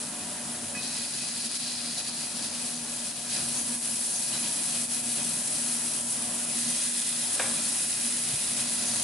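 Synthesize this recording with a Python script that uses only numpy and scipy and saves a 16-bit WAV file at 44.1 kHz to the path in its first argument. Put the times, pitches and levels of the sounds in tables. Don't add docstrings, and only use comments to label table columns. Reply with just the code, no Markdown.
import sys
import numpy as np
from scipy import signal
from scipy.io import wavfile

SR = 44100
rng = np.random.default_rng(int(sys.argv[2]) if len(sys.argv) > 2 else 0)


def int16_out(signal):
    q = np.round(np.clip(np.atleast_2d(signal).T, -1, 1) * 32767)
    wavfile.write(sys.argv[1], SR, q.astype(np.int16))


def voltage_ratio(decibels):
    exponent = np.asarray(decibels, float) / 20
    return 10 ** exponent


N = 398223


def rms_one(x):
    return x / np.sqrt(np.mean(x ** 2) + 1e-20)


def in_time(rows):
    s, *columns = np.transpose(rows)
    return [np.interp(np.arange(N) / SR, s, column) for column in columns]


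def at_hz(points, hz):
    table_hz, values = np.array(points).T
    return np.interp(np.log(hz), np.log(table_hz), values)


def humps(rows):
    t = np.arange(0, N + 64, 64) / SR
    s, *heights, length_s = np.array(rows).T[:, :, None]
    bells = np.exp(-(2 * (t - s) / length_s) ** 2)
    return [np.interp(np.arange(N) / SR, t, np.sum(h * bells, axis=0)) for h in heights]


def drift(rate):
    step = 40
    r = np.exp(-2 * np.pi * rate * step / SR)
    noise = rng.standard_normal(N // step + 2002)
    slow = signal.lfilter([1], [1, -2 * r, r * r], noise)[2000:]
    return np.interp(np.arange(N) / step, np.arange(len(slow)), rms_one(slow))


def band_pass(x, order, low_hz, high_hz):
    return signal.sosfilt(signal.butter(order, [low_hz, high_hz], "band", fs=SR, output="sos"), x)


def resonance(x, hz, width_hz):
    r = np.exp(-np.pi * width_hz / SR)
    feedback = [1, -2 * r * np.cos(2 * np.pi * hz / SR), r * r]
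    return signal.lfilter(np.array([1, 0, -1]) * (1 - r * r) / 2, feedback, x)


def ring(clicks, hz, t60_s):
    r, w = 10 ** (-3 / (t60_s * SR)), 2 * np.pi * hz / SR
    return signal.lfilter([0, np.sin(w)], [1, -2 * r * np.cos(w), r * r], clicks + 1e-18)


# pitch_hz, likeness (0 to 1)
EAR_LIKENESS = [(40, 0.89), (150, 1), (300, 0.97), (700, 0.77), (1500, 0.6), (3000, 0.69), (5500, 0.35),
                (8500, 0.51), (10800, 0.53)]


def spread(pair, hz):
    alike = np.clip(at_hz(EAR_LIKENESS, hz), 0, 1)
    middle = np.sqrt(1 + alike) * pair[0]
    side = np.sqrt(1 - alike) * pair[1]
    return (middle + side * [[1], [-1]]) / np.sqrt(2)


def coloured(sources, low, high, colour, level_db, flicker_db, flicker_rate, count):
    out, edges = 0, np.geomspace(low, high, count + 1)
    for k, (a, b) in enumerate(zip(edges, edges[1:])):
        band = band_pass(sources[k % 2], 2, a, b)
        hz = np.sqrt(a * b)
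        gain_db = at_hz(colour, hz) + level_db(hz) + flicker_db * drift(flicker_rate)
        out = out + voltage_ratio(gain_db) * spread(band, hz)
    return out / np.sqrt(np.mean(np.mean(out, axis=0) ** 2))


def bursts():
    pockets_per_s, pocket_spread_db = 9000, -1.5
    shape = (2, 2, N)
    size_db = pocket_spread_db * np.minimum(rng.exponential(1, shape), 6)
    sizes = voltage_ratio(size_db) * rng.standard_normal(shape)
    born = rng.random(shape) < pockets_per_s / SR
    surge = voltage_ratio(0.27 * drift(6.1) + 0.48 * drift(17.0))
    return rms_one(sizes * born) * surge


# time_s, heat_db, juice_db, left_right_db
FRYING = [(0, -33, -47, 1.5), (.72, -31, -47, 1.5), (.84, -31, -37.5, 2), (1.0, -28.5, -39.5, 1.2),
          (1.7, -30.5, -36.5, 1.8), (2.2, -30.5, -40, 1.5), (2.7, -28.5, -40.5, 2), (3.27, -31, -43.5, 2),
          (3.33, -27, -37.5, 1.5), (3.7, -26, -43, 1.2), (4.3, -27, -40, 1.8), (4.8, -25.5, -42, 1.7),
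          (5.7, -25, -42, 2), (6.42, -26, -45, 1.3), (6.6, -24.5, -39.5, .5), (7.3, -24.5, -40.5, 1.5),
          (8.4, -25, -41, .7), (9.03, -24, -38.5, .8)]
POCKET_FOLLOWS = [
    (0.43, 0.27),
    (0.02, 1),
    (.75, 0.14),
    (0.99, 0.02),
]
# time_s, fine_pockets_db, coarse_pockets_db, length_s
JUICE_SURGES = [(0.0, 4, 2.5, 0.13), (.98, -1.5, 1, .06), (1.21, -0.5, -0.5, .06), (1.46, 4, 2, 0.034),
                (1.56, 3.5, 2, .025), (1.99, 3.5, 3, 0.037), (2.08, 2.5, 2.5, .04), (2.44, 2, 1.5, .08),
                (3.07, 1, 1, .1), (3.37, 0.5, 2, 0.066), (3.59, 1, 0, .06), (4.35, -1, 5.5, .05),
                (4.45, -1, 3, 0.046), (4.76, 0, 2.5, 0.11), (5.2, 0, 3, 0.084), (6.11, 2.5, -2, 0.058),
                (6.71, 1.5, 1, 0.095), (6.84, 2.5, 1.5, 0.052), (7.34, 2, 0, 0.044), (7.6, -1.5, 2, .04),
                (8.3, 0.5, 2.5, .08), (8.6, 1, 3.5, 0.055)]
# time_s, fine_pockets_db, coarse_pockets_db, length_s
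STEAM_LULLS = [(.2, 0, 1, 0.17), (1.1, -1.7, -3.5, 0.074), (1.485, -6, -3.5, 0.033), (1.585, -3, -7, 0.022),
               (1.925, -0.5, -0.5, 0.092), (2.037, -1.5, -2.5, .04), (2.124, -3, 0, 0.037),
               (2.5, -2.5, -1.5, 0.065), (2.77, -2.5, -3.5, 0.17), (3.136, -3, -2, 0.05),
               (3.468, 0, -1, .06), (3.64, -1.5, -3, 0.039), (3.797, -4, -6, 0.071), (4.15, 1.8, -2, 0.48),
               (4.875, -5, -5.5, 0.039), (5.02, -4, -3, .03), (7.882, -2, -2.5, 0.033), (5.08, -1, -1, 0.1),
               (6.05, -1, -5, 0.068), (6.925, 0.5, -1.5, .06), (7.39, -1.5, 1, 0.05),
               (8.52, -1.5, -0.5, .08), (8.656, -2, -0.5, .05)]


def frying():
    heat_db, juice_db, pan_db = in_time(FRYING)
    fine_db, coarse_db = humps(JUICE_SURGES + STEAM_LULLS)
    unrest_db = 0.2 * drift(3.5)
    levels_db = []
    for (heat, juice), fine in zip(POCKET_FOLLOWS, np.linspace(0, 1, len(POCKET_FOLLOWS))):
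        swings_db = (1 - fine) * coarse_db + fine * fine_db + unrest_db
        levels_db.append(heat * heat_db + juice * juice_db + swings_db)
    return levels_db, pan_db


# pitch_hz, width_hz, level_db (against the medium sizzle)
PLATE_MODES = [(1672, 30, -21), (1990, 60, -23), (2505, 80, -16), (2820, 75, -22), (3167, 50, -20),
               (4034, 70, -18), (4850, 120, -20), (5120, 60, -21)]


def plate_ring(pops, swing_db):
    out = 0
    for hz, width_hz, db in PLATE_MODES:
        mode = rms_one(resonance(pops[0][:, ::-1], hz, width_hz))
        out = out + voltage_ratio(-37.5 + db + swing_db(hz) + 1.1 * drift(3.0)) * spread(mode, hz)
    return out


# start_s, end_s, pitch_hz, width_hz, level_db
STEAM_VENTS = [(.9, 2.3, 5180, 500, -47), (2.352, 2.6, 4975, 803, -51), (3.502, 3.653, 6680, 898, -39),
               (4.12, 4.22, 6140, 1400, -34), (3.4, 6.0, 10840, 500, -45), (4.601, 4.85, 10700, 500, -59),
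               (5.002, 5.4, 8280, 500, -47), (6.504, 9.101, 1880, 295, -53.5), (6.55, 6.9, 6950, 1806, -46),
               (6.7, 7.7, 3358, 401, -48.5), (7.299, 7.7, 8500, 399, -48), (8.193, 9.099, 3430, 500, -55),
               (8.798, 9.098, 6530, 1096, -45)]


def vents(pops, side_db):
    out, t = np.zeros((2, N)), np.arange(N) / SR
    for start, end, hz, width_hz, db in STEAM_VENTS:
        span = slice(round(start * SR), min(round(end * SR), N))
        fade_s = 0.066
        gate = np.clip(np.minimum(t[span] - start, end - t[span]) / fade_s, 0, 1)
        hiss = rms_one(resonance(pops[1][:, span], hz, width_hz))
        out[:, span] += voltage_ratio(db + side_db(hz)[:, span]) * gate * spread(hiss, hz)
    return out


# pitch_hz, level_db (per Hz)
SIZZLE_COLOUR = [(1100, -19.5), (1500, -20.5), (2150, -15), (2700, -11.5), (3500, -10.5), (4200, -6.5),
                 (5500, -6.5), (7000, -7), (8400, -3), (9500, 1.5), (10400, -2.25), (11600, 1.5)]
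POCKET_PITCHES = (3500, 4200, 6900, 9500)
# pitch_hz, share
DIRECTION_SHARE = [(2000, .01), (3000, 0.092), (4200, 1), (6000, 1.8), (9000, 0.45), (11000, 1.1)]


def sizzle():
    levels_db, pan_db = frying()
    swings_db = [db - db.mean() for db in levels_db]
    pops = bursts()

    def side_db(hz):
        return at_hz(DIRECTION_SHARE, hz) * pan_db * [[.5], [-.5]]

    def swing_db(hz):
        shares = [np.interp(np.log(hz), np.log(POCKET_PITCHES), row) for row in np.eye(len(swings_db))]
        return sum(share * db for share, db in zip(shares, swings_db) if share) + side_db(hz)

    crackle = coloured(pops, 1208, 12240, SIZZLE_COLOUR, swing_db, flicker_db=0.64, flicker_rate=17.0, count=16)
    return voltage_ratio(-30) * crackle + plate_ring(pops, swing_db) + vents(pops, side_db)


def squeaks():
    squeaks_per_s, level_db, t60_s = 150, -41, .07
    heat_db = in_time(FRYING)[0]
    size_db = level_db + heat_db - heat_db.mean() + 2.6 * rng.standard_normal(N)
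    born = (rng.random(N) < squeaks_per_s / SR) * voltage_ratio(size_db)
    pitches_hz = np.geomspace(2400, 9000, num=40)
    dealt, sides_db = rng.integers(0, 40, N), rng.normal(0, 3.0, 40)
    out = 0
    for k, hz in enumerate(pitches_hz):
        gain_db = at_hz(SIZZLE_COLOUR, hz) + sides_db[k] * np.array([[.5], [-.5]])
        out = out + ring(born * (dealt == k), hz, t60_s) * voltage_ratio(gain_db)
    return out


# time_s, peak_db
DROP_CONTACTS = [
    (7.3962, -12),
    (7.3982, -30),
    (7.4018, -18),
    (7.411, -26),
    (7.428, -22),
    (7.439, -25),
]
# pitch_hz, level_db, t60_s
GRILL_BODY = [(515, -4, .045), (603, -8, .08), (795, -7, .06), (975, -15, .04), (1300, -14, .03),
              (1410, -12, .03), (1640, 4, .024), (1900, -4, .02), (2300, -1, .03), (2470, -1, .07),
              (2950, -3, .015)]


def drop():
    times_s, peaks_db = np.array(DROP_CONTACTS).T
    at, out = [round(s * SR) for s in times_s], np.zeros(N)
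    luck_db = rng.normal(0, 2.0, (len(at), len(GRILL_BODY)))
    for k, (hz, db, t60_s) in enumerate(GRILL_BODY):
        clicks = np.zeros(N)
        duller_db = 2.5 * np.arange(len(at)) * (hz > 1200)
        clicks[at] = voltage_ratio(peaks_db + db - 13 + luck_db[:, k] - duller_db) * (-1) ** k
        out += ring(clicks, hz, t60_s)
    t = np.arange(SR // 5) / SR
    fall = voltage_ratio(-21 - 60 * t / 0.04) + voltage_ratio(-26 - 60 * t / 0.37)
    slap = rng.standard_normal(len(t)) * fall
    out[at[0]:at[0] + len(t)] += band_pass(slap, 2, 600, 3200)
    return band_pass(out, 2, 330, 3600)


# time_s, peak_db, pitch_hz, t60_s, left_right_db
PLATE_TICKS = [(.749, -36, 2525, 0.17, -8), (.75, -38, 1660, 0.051, -8), (0.751, -41, 1980, 0.12, -2),
               (.774, -37, 2530, 0.14, .1), (.83, -44, 2510, .25, .1), (0.855, -41, 4030, 0.12, 1.5),
               (0.892, -49, 4060, 0.084, -3), (.964, -32, 5000, .05, 1), (.994, -32, 4030, .04, 1.5),
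               (1.209, -41, 2530, 0.15, -2), (1.36, -45, 2500, 0.15, .1), (2.245, -42, 2504, .09, -2),
               (4.333, -32, 4030, .12, -5), (4.328, -34, 2990, .04, -8), (4.365, -37, 4000, .1, 1.1),
               (4.455, -47, 4070, 0.085, 1.1), (7.452, -35, 2350, .09, -2), (7.455, -39, 1690, 0.21, 2),
               (7.575, -36, 2450, 0.12, .1), (7.655, -33, 4360, 0.065, 1.5)]


def ticks():
    out = np.zeros((2, N))
    for s, db, hz, t60_s, pan_db in PLATE_TICKS:
        click = np.zeros(N)
        click[round(s * SR)] = voltage_ratio(db)
        out += ring(click, hz, t60_s) * voltage_ratio(.5 * pan_db * np.array([[1], [-1]]))
    return out


# time_s, level_db, pitch_hz, length_s
TABLE_BUMPS = [
    (2.95, -62, 32.9, 0.23),
    (3.42, -44, 110, 0.049),
    (3.47, -43, 139, 0.073),
    (8.34, -38, 130, 0.033),
    (8.5, -48, 120, 0.07),
    (8.43, -57, 70, .1),
    (3.62, -54, 83, .1),
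    (7.44, -47, 330, .04),
    (0.77, -41, 200, .05),
]


def bumps():
    t, white = np.arange(N) / SR, rng.standard_normal(N)
    out = np.zeros(N)
    for s, db, hz, length_s in TABLE_BUMPS:
        swell = voltage_ratio(db) * np.exp(-(2 * (t - s) / length_s) ** 2)
        tone = np.sin(2 * np.pi * hz * t)
        rumble = rms_one(resonance(white, hz, .6 * hz))
        out += swell * (0.62 * tone + .45 * rumble)
    return out


# time_s, air_and_housing_db, blade_tone_db
FAN_COURSE = [(0, -47.5, -48), (.55, -46, -45.5), (1.0, -48, -46.5), (1.6, -51, -50), (2.3, -48.5, -47.5),
              (2.86, -47, -46), (3.14, -50.5, -54), (3.4, -46, -46.5), (3.9, -48, -48.5), (4.4, -47.5, -50),
              (5.3, -47.7, -47), (6.35, -46, -46.5), (6.65, -49, -44), (7.1, -50, -51), (7.5, -45.5, -48),
              (8.0, -49, -52.5), (8.5, -48, -44), (9.03, -45, -48)]
# pitch_hz, level_db (per Hz)
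AIR_COLOUR = [(25, -31), (38, -22), (70, -27), (130, -25), (190, -11.5), (240, -6), (300, -11), (445, -17),
              (600, -13), (800, -15), (1000, -16), (1250, -17), (1800, -17.5)]
# pitch_hz, width_hz, level_db (against the air)
HOUSING_MODES = [(98.8, 11.5, -15.5), (134.3, 13, -11), (162, 9.5, -9), (195.2, 16, -8.5), (224.1, 20, -5),
                 (239.7, 13.7, -10), (606, 72, -12), (893, 44, -20)]
# multiple, level_db
BLADE_OVERTONES = [(3, -10.5), (4, -13)]
# time_s, level_db, length_s
BLADE_DIPS = [(.22, -2, 0.033), (1.12, -14, .08), (1.41, -2, .06), (1.53, -10, 0.045), (2.49, -13, 0.034),
              (3.34, -7, 0.036), (4.24, -12, 0.054), (5.18, -22, 0.058), (5.83, -7, 0.049),
              (5.93, -22, 0.021), (6.27, -10, 0.031), (6.78, -27, .06), (7.57, -17, .05), (8.12, 5, 0.029),
              (8.36, -11, 0.13), (8.48, -15, 0.055)]
# time_s, pitch_change_hz, length_s
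FAN_SLOWS = (7.47, -4, 0.288)


def fan():
    air_db, blade_db = in_time(FAN_COURSE)
    air_db = air_db + 0.72 * humps(JUICE_SURGES + STEAM_LULLS)[1]
    blade_db = blade_db + humps(BLADE_DIPS)[0] + 3 * drift(17)
    white = rng.standard_normal((2, 2, N))
    air = voltage_ratio(1.0) * coloured(white, 25.35, 1945, AIR_COLOUR, lambda hz: 0,
                              flicker_db=1.36, flicker_rate=12.7, count=14)
    for k, (hz, width_hz, db) in enumerate(HOUSING_MODES):
        mode = resonance(resonance(white[k % 2], hz, width_hz), hz, width_hz)
        air = air + voltage_ratio(db) * spread(rms_one(mode), hz)
    blade_hz = 240.2 + humps([FAN_SLOWS])[0] + 0.671 * drift(8.66)
    turn = 2 * np.pi * np.cumsum(blade_hz) / SR
    tone = voltage_ratio(blade_db) * np.sin(turn)
    for k, db in BLADE_OVERTONES:
        level = voltage_ratio(air_db - 0.5 + db + 2.2 * drift(3.0))
        tone = tone + level * np.sin(k * turn + 0.12 * k * drift(8.2))
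    return voltage_ratio(air_db) * air + np.sqrt(2) * tone


def room(x):
    t60_s, wall_cut_hz, build_s = .4, 1200, .012
    t = np.arange(SR // 2) / SR
    echoes = rng.standard_normal((2, len(t))) * voltage_ratio(-60 * t / t60_s) * np.clip(t / build_s, 0, 1)
    ears = echoes[0] + 0.36 * echoes[1] * [[1], [-1]]
    ears = signal.sosfilt(signal.butter(1, wall_cut_hz, fs=SR, output="sos"), ears)
    return signal.fftconvolve(x[None], ears / np.sqrt(np.sum(ears[0] ** 2)), axes=1)[:, :N]


def scene():
    blows = ticks() + drop()
    tail = voltage_ratio(-12) * room(blows.mean(axis=0))
    return sizzle() + squeaks() + blows + tail + bumps() + fan()


def low_pass(x):
    return signal.sosfilt(signal.butter(12, 12330, fs=SR, output="sos"), x)


def record(dry):
    wall = signal.ellip(18, .1, 70, 11010, fs=SR, output="sos")
    mix = signal.sosfilt(wall, dry)
    return low_pass(mix)


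dry = scene()
out = record(dry)
int16_out(out)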